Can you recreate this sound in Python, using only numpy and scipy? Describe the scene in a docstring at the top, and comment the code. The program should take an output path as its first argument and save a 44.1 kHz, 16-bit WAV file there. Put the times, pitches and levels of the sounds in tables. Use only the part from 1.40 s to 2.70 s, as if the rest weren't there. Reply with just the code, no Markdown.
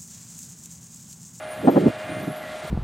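"""A distant tractor pulls a wide planter over a dry field at a steady speed.
Engine orders and fans whine on one shaft over a rush of air, combustion noise and hissing soil.
The steel row units squeak thinly as they rub, and a faint sizzle sits on top.
Close up, a gust buffets the microphone three times with turbulent thuds, and weaker puffs follow."""
import sys
import numpy as np
from scipy import signal
from scipy.fft import rfft, irfft, next_fast_len
from scipy.io import wavfile
from scipy.ndimage import uniform_filter1d

SR = 44100
rng = np.random.default_rng(int(sys.argv[2]) if len(sys.argv) > 2 else 0)


def dump(signal):
    """Clip the signal to [-1, 1] and save it as 16-bit WAV at the path in sys.argv[1]."""
    limited = np.clip(np.atleast_2d(signal).T, -1, 1)
    pcm = np.round(limited * 32767).astype(np.int16)
    wavfile.write(sys.argv[1], SR, pcm)


N = 57330

CRANK_HZ = 36.54
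# Level ride on the midrange of the rush; the high whine follows it: time_s, gain_db
MID_RIDE = [(0, -1), (.25, -1), (.45, 0.5), (.74, 2.5), (.9, -1), (1.05, -0.5), (1.3, -0.5)]


def undb(db):
    """Decibels to gain."""
    return 10 ** (np.asarray(db) / 20)


def unit(x):
    """Scale to rms 1."""
    return x / np.sqrt(np.mean(x ** 2))


def curve(rows):
    """Join (time_s, value) points by straight lines."""
    return np.interp(np.arange(N) / SR, *np.array(rows).T)


def walk(rate_hz):
    """Smooth random modulation of rms about 1, rolling off above rate_hz."""
    size = next_fast_len(2 * N)
    f = np.fft.rfftfreq(size, 1 / SR)
    spectrum = rfft(rng.standard_normal(size)) * np.exp(-(f / rate_hz) ** 2)
    return unit(irfft(spectrum, size))[:N]


def noise(colour):
    """Noise of rms 1, shaped by (freq_hz, gain_db) points."""
    hz, db = np.array(colour).T
    f = np.fft.rfftfreq(N, 1 / SR) + 1
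    gain = undb(np.interp(np.log(f), np.log(hz), db)) * np.minimum(f / hz[0], 1) ** 2
    return unit(irfft(gain * np.exp(2j * np.pi * rng.random(len(f))), N))


def band(x, hz, width_hz):
    """A resonance with gain 1 at its centre."""
    f = np.fft.rfftfreq(N, 1 / SR) + 1
    return irfft(rfft(x) / (1 + ((f - hz * hz / f) / width_hz) ** 2), N)


def high_pass(x, hz):
    """Two-pole low cut."""
    return signal.sosfilt(signal.butter(2, hz, "high", fs=SR, output="sos"), x)


def swell(centre_s, length_s, steepness):
    """A rounded rise and fall around a moment."""
    return np.exp(-np.abs(2 * (np.arange(N) / SR - centre_s) / length_s) ** steepness / 2)


def stereo(mid, side):
    """Left and right from mid and side."""
    return np.array([mid + side, mid - side])


def whine(shaft_time):
    """Engine, gears, fan and blower sing shimmering tones, all turning with the same shaft."""
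    # Engine and gear tones: multiple_of_crank_speed
    engine_orders = [15, 18, 19, 20, 30.4, 32.9, 38, 40.1, 47.45, 57, 66.5, 76]
    # Base level of each of those tones: level_db
    engine_db = [-57, -53, -48.5, -49, -57, -57, -53.5, -59.5, -66, -54, -57.5, -60]
    # Fan harmonics, fundamental first: level_db
    fan_db = [-38, -64, -61, -68]
    # Blower harmonics, fundamental first: level_db
    blower_db = [-54, -54]
    fan_hz, blower_hz = 620, 834.7
    tones = [(order * CRANK_HZ, db) for order, db in zip(engine_orders, engine_db)]
    for hz, levels in ((fan_hz, fan_db), (blower_hz, blower_db)):
        tones += [((k + 1) * hz, db) for k, db in enumerate(levels)]
    out = 0
    for hz, db in tones:
        shimmer_db = 2.1 * np.sqrt(hz / 2000) * walk(rate_hz=14)
        ride_db = 2.56 * curve(MID_RIDE) * (hz > 1800)  # high tones swell with the rush
        tone = np.sqrt(2) * np.sin(2 * np.pi * (hz * shaft_time + rng.random()))
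        out = out + undb(db + shimmer_db + ride_db) * tone
    return out


def rush(shaft_time):
    """Fan air, combustion noise that throbs with the firings, and soil hissing past the discs."""
    # Colour of the machine's rush: freq_hz, gain_db
    air_colour = [(45, -31), (70, -10), (130, -13.5), (200, -14), (300, -14.5), (480, -17.5), (640, -15.5),
                  (780, -14.5), (930, -18.5), (1300, -15.5), (2050, -17), (2600, -23), (3300, -22.5),
                  (4500, -29.5), (5300, -34.5), (7500, -33.5), (9400, -34), (11000, -41.5), (13500, -53)]
    # Colour of its stereo width: freq_hz, gain_db
    side_colour = [(100, -18), (400, 1), (620, -12), (800, -1), (1000, 3.5), (2700, 2), (3600, -19),
                   (5000, -6), (8000, -28), (11500, -6.5), (14000, -22)]
    # Level ride on the soil hiss: time_s, gain_db
    hiss_ride = [(0, -2.2), (.4, 1.7), (.9, -0.72), (1.18, 3), (1.3, 3)]
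    air = noise(air_colour)
    mids, hiss = band(air, 1700, width_hz=1400), band(air, 5500, width_hz=7500)
    throb = 1 + 0.14 * np.cos(2 * np.pi * 3 * CRANK_HZ * shaft_time)  # three firings a turn
    air = air + mids * (undb(curve(MID_RIDE)) * throb - 1)
    air = air + hiss * (undb(curve(hiss_ride) + 1.28 * walk(rate_hz=31)) - 1)
    roar = unit(band(rng.standard_normal(N), 628, width_hz=190))  # resonance around the fan tone
    side = undb(-28.5) * noise(side_colour)
    return undb(-40) * stereo(air, side) + undb(-45.5) * roar


def squeaks():
    """Dry steel rubs and sings briefly; uneven slipping scatters the pitch, stutters and scrapes."""
    # Rubs in the row units: centre_s, length_s, pitch_hz, level_db, roughness (0 is smoothest)
    rubs = [(0, 0.11, 10270, -57.5, 0.26), (.112, 0.056, 9505, -49.5, 0.13), (.113, 0.053, 10880, -54, 0.8),
            (0.153, 0.053, 11970, -54.5, .1), (0.198, 0.024, 11100, -52, 0.7),
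            (.25, 0.028, 12060, -57, .15), (.253, .04, 8280, -58, 0.4), (0.266, 0.024, 11100, -51.5, 0.97),
            (0.313, 0.026, 12700, -48, 0.44), (.375, 0.051, 12830, -60, .15), (0.49, 0.015, 12450, -54, .6),
            (0.65, 0.038, 12300, -59, 0.22), (0.754, 0.089, 9540, -51, .1), (0.83, 0.087, 12000, -56, 0.25),
            (0.903, 0.061, 11050, -50.5, .7), (0.984, 0.058, 11370, -54, 0.54),
            (0.988, .11, 12400, -58, 1.1), (1.06, 0.045, 1950, -44, 0.18), (1.135, .03, 11300, -57, .6),
            (1.19, 0.023, 9200, -53.5, 0.33), (1.28, 0.017, 9130, -47, 0.2),
            (1.285, 0.038, 12200, -60, .25)]
    out = 0
    for centre_s, length_s, hz, db, roughness in rubs:
        pitch_hz = hz + roughness * 140 * walk(rate_hz=276)
        chatter = 1 + roughness * 0.74 * walk(rate_hz=420)
        stutter = undb(3.5 * walk(rate_hz=59))
        grip = unit(stutter * chatter) * swell(centre_s, length_s, steepness=1.23)
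        tone = np.sqrt(2) * np.sin(2 * np.pi * np.cumsum(pitch_hz) / SR)
        out = out + undb(db) * grip * tone
    return out


def sizzle():
    """A faint, flickering band of very high hiss."""
    level_db = -69.5 + 5.1 * walk(rate_hz=25)
    return undb(level_db) * unit(band(rng.standard_normal(N), 14300, width_hz=570))


def eddies(colour, evenness):
    """Turbulent pressure: swings of irregular length, their size levelled by evenness (0 to 1)."""
    pressure = signal.hilbert(noise(colour))
    power = uniform_filter1d(np.abs(pressure) ** 2, int(SR * 0.0043))
    return unit(pressure.real / power ** (evenness / 2))


def wind():
    """Each puff thuds on the microphone; hard ones add a harsh edge, soft ones a deep thump."""
    # Puffs of wind: centre_s, length_s, level_db, edge_relative_db, thump_relative_db
    puffs = [(0.208, 0.057, -43, -18, 4), (0.256, 0.036, -20, -16.5, -8), (0.282, 0.015, -9.5, -4.5, -12),
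             (0.297, .014, -15, -4, -17), (0.328, 0.069, -24, -12.5, -16), (0.373, 0.024, -12, -8.5, -27),
             (0.402, 0.08, -23.5, -19, -5.5), (0.445, 0.047, -22.5, -12.5, -1.5),
             (0.467, 0.016, -10, -17, -11.5), (0.482, 0.0048, -11, -16, -3), (.497, 0.015, -27, -27, -3),
             (.698, 0.011, -31, -21, -6), (.724, 0.023, -34.5, -15, -0.5), (0.772, 0.01, -33, -12, 2.5),
             (0.81, 0.11, -38, -25, 2), (0.84, 0.0036, -34.5, -27, 6), (0.88, 0.015, -26.5, -33, 1.5),
             (0.907, 0.026, -35, -34, 3.5), (1.249, 0.02, -41.5, -33, 2), (0.565, 0.053, -55, -31, 12.5),
             (0.663, 0.034, -52.5, -29, 12.5), (1, 0.15, -54.5, -33, 7)]
    # Colour of the buffeting's body: freq_hz, gain_db
    thud_colour = [(30, -56), (60, -51), (90, -28), (130, -15), (200, -4.5), (290, 1.5), (400, -7),
                   (600, -17), (1000, -49), (2000, -73), (6000, -100)]
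    # Colour of its harsh edge: freq_hz, gain_db
    edge_colour = [(100, -61), (250, 4), (400, 3.5), (600, 2), (850, -2), (1200, -12.5), (1700, -23),
                   (3000, -48), (8000, -87)]
    # Colour of its deep thump: freq_hz, gain_db
    thump_colour = [(25, -41), (50, -15), (80, -10.5), (120, -3), (170, 1.5), (260, -16), (500, -56),
                    (2000, -83)]
    thud_power, edge_power, thump_power = undb(-70) ** 2, 0, 0  # the air never quite rests
    for centre_s, length_s, db, edge_db, thump_db in puffs:
        power = (undb(db) * swell(centre_s, length_s, steepness=3.2)) ** 2
        thud_power += power
        edge_power += power * undb(edge_db) ** 2
        thump_power += power * undb(thump_db) ** 2
    thud_gain, edge_gain, thump_gain = np.sqrt([thud_power, edge_power, thump_power])
    mid = thud_gain * eddies(thud_colour, evenness=0.72) + edge_gain * eddies(edge_colour, evenness=0.5)
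    # Small eddies hit the two microphone ports differently; the thump is nearly mono.
    stray = thud_gain * noise(thud_colour) + edge_gain * noise(edge_colour)
    side = high_pass(undb(-2) * mid + undb(-11.5) * stray, hz=575)
    thump = stereo(eddies(thump_colour, evenness=1.0), undb(-28.5) * noise(thump_colour))
    return stereo(mid, side) + thump_gain * thump


def scene():
    """The machine straight ahead, its shaft speed drifting slightly, and wind at the microphone."""
    shaft_speed = 1 + 0.0011 * walk(rate_hz=2.66)
    shaft_time = np.cumsum(shaft_speed) / SR
    return whine(shaft_time) + rush(shaft_time) + squeaks() + sizzle() + wind()


def record(dry):
    """A gentle low cut thins the deep bass, and a steep high cut takes off the top."""
    low_cut_hz, high_cut_hz = 100, 15100
    high_cut = signal.ellip(10, .2, 80, high_cut_hz, fs=SR, output="sos")
    return signal.sosfilt(high_cut, high_pass(dry, low_cut_hz))


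dry = scene()
out = record(dry)
dump(out)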